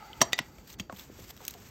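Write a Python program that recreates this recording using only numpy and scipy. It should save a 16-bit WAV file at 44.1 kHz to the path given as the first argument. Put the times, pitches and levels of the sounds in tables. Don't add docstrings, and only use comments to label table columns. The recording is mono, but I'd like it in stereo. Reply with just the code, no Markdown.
import sys
import numpy as np
from scipy import signal
from scipy.fft import rfft, irfft
from scipy.io import wavfile
from scipy.ndimage import uniform_filter1d, minimum_filter1d

SR = 44100
rng = np.random.default_rng(int(sys.argv[2]) if len(sys.argv) > 2 else 0)


def volts_from_db(level):
    exponent = np.asarray(level, float) / 20
    return 10 ** exponent


def store_pcm(level_fs):
    pcm = np.round(np.clip(level_fs, -1, 1) * 32767).astype(np.int16)
    wavfile.write(sys.argv[1], SR, np.atleast_2d(pcm).T)


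N = 74970


def read(points, hz):
    f, value = np.transpose(points)
    return np.interp(np.log(hz + 1), np.log(f + 1), value)


def evened(x):
    return x / np.sqrt(np.mean(x ** 2) + 1e-20)


def add(mix, start_s, sound):
    part = mix[round(start_s * SR):][:len(sound)]
    part += sound[:len(part)]


def colour(x, points, tilt_db=0.):
    hz = np.fft.rfftfreq(len(x), 1 / SR)
    gain_db = read(points, hz) + tilt_db * np.log2((hz + 50) / 3000)
    return irfft(rfft(x) * volts_from_db(gain_db), len(x))


def resonate(x, hz, width_hz):
    r = np.exp(-np.pi * width_hz / SR)
    return 2 * signal.lfilter([1 - r], [1, -r * np.exp(2j * np.pi * hz / SR)], x).real


def wander(rate_hz):
    size = max(int(SR / rate_hz), 1)
    smooth = uniform_filter1d(rng.standard_normal(N), size, mode="wrap")
    return evened(uniform_filter1d(smooth, size, mode="wrap"))


# frequency in Hz, level in dB.
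AIR = [(28, -27), (50, 0.5), (190, -7), (370, -11), (520, -17.5), (3000, -41)]
WIDE_AIR = [(40, -21), (140, -3), (600, -1), (1400, -15.5), (1900, -47), (2600, -19), (8000, -17)]
AIR_DB, AIR_LUMPS_DB, WIDE_AIR_DB = -55, 1.5, -61.5
# frequency in Hz, width in Hz, level in dB.
CLATTER = [(845, 33, 8), (1285, 82, 0.5), (2012, 41, -4)]
CLATTER_DB, CLATTER_T60_S = -48, 1.85
SING_HZ, SING_WIDTH_HZ, SING_DB, SING_T60_S = 4600, 73, -66, 7.3


def barn():
    t = np.arange(N) / SR
    air_noise, clatter_noise, sing_noise, wide_noise = rng.standard_normal((4, N))
    air = volts_from_db(AIR_DB + AIR_LUMPS_DB * wander(13)) * evened(colour(air_noise, [*AIR, (6000, -77)]))
    modes = sum(volts_from_db(db) * resonate(clatter_noise, hz, 1.37 * width_hz) for hz, width_hz, db in CLATTER)
    clatter = volts_from_db(CLATTER_DB - 60 * t / CLATTER_T60_S) * evened(modes)
    sing = volts_from_db(SING_DB - 60 * t / SING_T60_S) * evened(resonate(sing_noise, SING_HZ, SING_WIDTH_HZ))
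    wide = volts_from_db(WIDE_AIR_DB) * evened(colour(wide_noise, [*WIDE_AIR, (12000, -53)]))
    return air + clatter + sing, wide - .17 * clatter


# time in seconds, level in dB.
RUB = [(0, -59.5), (.2, -56), (.45, -58), (.64, -60.5), (.75, -64), (.778, -78), (.79, -47), (.83, -62.5),
       (.885, -68.5), (.925, -56.5), (1.1, -57.5), (1.22, -55.5), (1.315, -57.5), (1.335, -60), (1.42, -51),
       (1.7, -54.5)]
# frequency in Hz, level in dB.
HISS = [(500, -2), (1200, 0), (2500, -1.5), (4600, -6), (7000, 1), (9500, -4), (13000, -4.5), (16500, -11)]


def rubbing():
    t = np.arange(N) / SR
    level_db = np.interp(t, *np.transpose(RUB)) + 1.8 * wander(57)
    return volts_from_db(level_db) * evened(colour(rng.standard_normal(N), HISS))


# frequency in Hz, level in dB.
GRIT = [(300, -12), (1000, -4.5), (2500, -2.5), (4500, -0.5), (7000, -1.5), (9500, 3.5), (13000, -1),
        (16500, -6)]
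# start in seconds, peak in dB, centre in Hz, ring over snap in dB.
TICKS = [(0.1313, -33.5, 3070, 13), (0.584, -42, 2300, 0), (.676, -41, 7630, 4), (.700, -39, 3850, 5),
         (.728, -37.5, 6360, 12), (0.925, -37, 2140, -10), (0.9626, -36, 3250, 4), (0.9954, -30.5, 3510, 1),
         (1.052, -57, 3000, -1), (1.3656, -43.5, 3900, -18), (1.3751, -38.5, 3260, -3),
         (1.451, -25, 6100, -6), (1.466, -36, 5700, -11), (1.4798, -15.5, 6490, -10), (1.499, -35, 3870, 7),
         (1.5083, -29.5, 6430, -13.5), (1.5386, -31, 2960, -6), (1.601, -45, 7000, -12),
         (1.687, -42, 5240, -10)]
TICK_T60_S, TICK_RISE_S = 0.017, 0.00029
PING_PAIR_RATIO, TICK_TILT_DB = 1.09, 3.5


def ticks():
    mix, t = np.zeros(N), np.arange(2500) / SR
    for start_s, db, hz, ring_db in TICKS:
        tilt_db = TICK_TILT_DB * np.log2(hz / 4000)
        snap = evened(colour(rng.standard_normal(len(t)), GRIT, tilt_db))
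        ping = np.sin(2 * np.pi * hz * t) + 0.54 * np.sin(2 * np.pi * PING_PAIR_RATIO * hz * t)
        tone = volts_from_db(ring_db / 2) * ping + volts_from_db(-ring_db / 2) * snap
        shape = volts_from_db(db - 60 * t / TICK_T60_S) * np.minimum(t / TICK_RISE_S, 1)
        add(mix, start_s, 0.39 * shape * tone)
    return mix


# frequency in Hz, level in dB.
CRACK = [(250, -17.5), (1000, 4), (1600, -4), (2200, 2.5), (4000, 4.5), (6500, -4), (9500, 4.5),
         (16500, -13.5)]
BUZZ, BUZZ_HZ = 0.42, 306


def knock(mix, modes, lead_s, tilt_db, start_s, ring_db, crack_db, rattle_t60_s, touch_db):
    t = np.arange(8000) / SR
    rattle, crack_noise, touch_noise = rng.standard_normal((3, len(t)))
    shape = np.minimum(t / 0.00076, 1) * volts_from_db(-60 * t / rattle_t60_s)
    buzz = 1 + BUZZ * evened(uniform_filter1d(touch_noise, int(SR / BUZZ_HZ)))
    ring = np.zeros(len(t))
    for hz, db, t60_s in modes:
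        response = volts_from_db(-60 * t / t60_s) * np.sin(2 * np.pi * hz * t)
        mode = evened(signal.fftconvolve(rattle * shape ** 2, response)[:len(t)])
        ring += volts_from_db(db) * np.sqrt(t60_s) * np.roll(buzz, int(hz)) * mode
    crack = evened(colour(crack_noise, CRACK, tilt_db)) * shape
    add(mix, start_s, volts_from_db(ring_db) * evened(ring) + volts_from_db(crack_db + 16.5) * crack)
    touch = evened(resonate(resonate(touch_noise, 3400, 4000), 3300, 4000)) * volts_from_db(-60 * t / 0.12)
    add(mix, start_s - lead_s, volts_from_db(touch_db + 11.5) * touch)


# frequency in Hz, level in dB, t60 in seconds.
SHOE = [(675.7, -19.5, 0.11), (2090, -11.5, 0.016), (3160, -15.5, 0.045), (4624, -19.5, 0.084),
        (5740, -7.5, 0.028), (6457, -14, 0.042), (7510, -7.5, 0.019), (8700, -12.5, 0.027),
        (9780, -14.5, 0.02), (10980, -14.5, 0.017), (15230, -24, 0.0156)]
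JAW = [(1970, -8.5, 0.059), (2550, -5, 0.015), (3550, 1, 0.02), (3737, -6, 0.032), (4700, -7, .06),
       (5900, -7, 0.026), (7000, -11.5, 0.051), (11400, -36, 0.03)]
HEEL = [(1477, -9.5, .025), (1925, -4, 0.025), (3000, -4, .015), (5774, -7, 0.018), (9850, -19, .02)]
NAIL = [(1943, -29, .03), (2810, -3.5, 0.022), (3190, 3, 0.021), (4680, -16.5, 0.087), (5670, -2, 0.026),
        (6590, -4.5, 0.034)]
# start in seconds, ring in dB, crack in dB, rattle t60 in seconds, first touch in dB.
KNOCKS = [
    (0.2142, -26.5, -31, 0.041, -44.5),
    (0.3307, -34.5, -33.5, 0.012, -51),
    (0.3891, -43, -31.5, 0.016, -47),
    (.7970, -47.5, -52, 0.045, -71),
]
TOUCH_LEAD_S = [.0072, .0078, .0095, .011]
CRACK_TILT_DB = [0.71, 1, -3.02, 0.49]


def knocks():
    mix = np.zeros(N)
    for modes, lead_s, tilt_db, row in zip((SHOE, JAW, HEEL, NAIL), TOUCH_LEAD_S, CRACK_TILT_DB, KNOCKS):
        knock(mix, modes, lead_s, tilt_db, *row)
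    return mix


# start in seconds, level in dB, pitch in Hz, t60 in seconds.
THUDS = [(.2160, -9.5, 975, 0.046), (0.21, -9, 245, 0.037), (.2170, -19.5, 372, 0.057),
         (0.4, -18, 218, 0.035), (.3340, -36, 700, 0.09), (.7990, -20, 178, 0.056),
         (0.8965, -29, 1095, 0.058), (0.74, -41, 2700, 0.021), (0.8957, -28.5, 505, 0.034),
         (0.9243, -33, 840, 0.041), (.9270, -23, 190, 0.054), (1.0974, -26.5, 395, 0.025),
         (1.189, -35, 460, 0.033), (1.196, -32, 186, 0.049), (1.298, -43, 694, .04),
         (.585, -30.5, 470, 0.014), (1.404, -43, 850, 0.085), (1.413, -44, 720, 0.13),
         (1.548, -41.5, 680, 0.15), (1.025, -56, 260, 0.054)]
SAG_S, SAG_DECAY_S = 0.0017, 0.0028
SCUFF = 0.5


def thuds():
    mix, t = np.zeros(N), np.arange(5000) / SR
    for start_s, db, hz, t60_s in THUDS:
        turns = hz * (t + SAG_S * (1 - np.exp(-t / SAG_DECAY_S)))
        fall = volts_from_db(-60 * t / t60_s)
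        noise = resonate(rng.standard_normal(len(t)), hz, 0.94 * hz)
        scuff = evened(resonate(noise, hz, 3.5 * hz)) * fall
        tones = np.sin(2 * np.pi * turns) + 0.73 * np.sin(2 * np.pi * 0.586 * turns)
        shape = volts_from_db(db) * fall * np.minimum(t * hz * 0.81, 1)
        add(mix, start_s, 0.5 * shape * (tones + SCUFF * scuff))
    return mix


# frequency in Hz, t60 in seconds.
ECHO = [(200, 0.72), (700, 0.36), (3000, 0.2), (12000, .15)]
ECHO_DB = -18


def echoes(x):
    hz, t, z = signal.stft(rng.standard_normal((2, SR // 2)), SR, nperseg=128)
    fall = volts_from_db(-60 * t / read(ECHO, hz)[:, None])
    tail = signal.istft(z * fall, SR, nperseg=128)[1]
    return volts_from_db(ECHO_DB) * signal.fftconvolve(x[None], tail / np.linalg.norm(tail[0]), axes=1)[:, :N]


# start in seconds, length in seconds, level in dB.
STROKES = [
    (0.666, 0.087, -46.5),
    (0.933, .12, -50),
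    (1.158, 0.13, -54),
    (1.271, 0.048, -46.5),
    (1.36, 0.016, -61),
    (1.392, 0.038, -59),
]
STROKE_EDGE = 0.33


def strokes():
    t = np.arange(N) / SR
    stroke = np.zeros(N)
    for start_s, length_s, db in STROKES:
        to_edge_s = np.minimum(t - start_s, start_s + length_s - t)
        stroke += volts_from_db(db) * np.clip(to_edge_s / (STROKE_EDGE * length_s), 0, 1)
    sizes = volts_from_db(1.9 * np.minimum(rng.exponential(1, N), 4))
    grains = sizes * rng.standard_normal(N) * (rng.random(N) < .25)
    return stroke * volts_from_db(3.6 * wander(140)) * evened(colour(grains, GRIT))


SIDE_SNAP_S, SIDE_SNAP_DB, SIDE_SNAP_HZ, SIDE_SNAP_WIDTH_HZ, SIDE_SNAP_T60_S = 0.99, -30, 700, 1050, 0.024


def side_snap():
    mix, t = np.zeros(N), np.arange(2000) / SR
    snap = evened(resonate(rng.standard_normal(len(t)), SIDE_SNAP_HZ, SIDE_SNAP_WIDTH_HZ))
    add(mix, SIDE_SNAP_S, volts_from_db(SIDE_SNAP_DB - 60 * t / SIDE_SNAP_T60_S) * snap)
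    return mix


def scene():
    struck = signal.lfilter(*signal.butter(2, 90, "high", fs=SR), knocks() + thuds())
    hits = struck + ticks()
    wet = echoes(hits)
    near, wide = barn()
    side = wide + 0.33 * wet[1] + side_snap()
    front = hits + wet[0] + rubbing() + strokes() + near
    return np.array([front, side])


STARVED_HZ, STARVED_DB, KEPT_DB, MASKED_DB = 8200, -8, -71, -36
SIDE_EDGE_HZ, EDGE_HZ, LOUD_EDGE_HZ = 13900, 15900, 17200


def starve(mid, side):
    hz, _, z = signal.stft(np.array([mid, side]), SR, nperseg=256)
    power = uniform_filter1d(uniform_filter1d(abs(z) ** 2, size=5, axis=1), size=5, axis=2)
    level = 10 * np.log10(abs(power) + 1e-20)
    recent = -minimum_filter1d(-level[0, 8:].max(0), size=7, origin=3)
    f, loud = hz[:, None], level > KEPT_DB
    mid_leads = (level[0] - level[1] > STARVED_DB) & (f < EDGE_HZ)
    unmasked = level[0] > recent + MASKED_DB
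    keep_mid = (f < STARVED_HZ) | (loud[0] | mid_leads) & unmasked
    keep_side = loud[1] | (f < SIDE_EDGE_HZ)
    keep = np.array([keep_mid, keep_side]) & (f < LOUD_EDGE_HZ)
    return signal.istft(z * keep, SR, nperseg=256)[1][:, :N]


# frequency in Hz, lead of the left in radians.
PORTS = [(0, -1), (2000, 0.4861), (4000, 0.8), (5600, 0.95), (8000, 2), (10100, np.pi), (12200, 4.5),
         (14500, 6), (22050, 13.5)]


def ports(dry):
    half = .5 * read(PORTS, np.fft.rfftfreq(N, 1 / SR))
    front = rfft(dry[0])
    mid = irfft(front * (np.cos(half) + .12j * np.sin(half)), N)
    side = irfft(1j * front * np.sin(half), N) + dry[1]
    return mid, side


def low_pass(x):
    return signal.sosfilt(signal.butter(12, 17490, fs=SR, output="sos"), x)


def record(dry):
    mid, side = starve(*ports(dry))
    return low_pass(np.tanh(np.array([mid + side, mid - side])))


dry = scene()
out = record(dry)
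store_pcm(out)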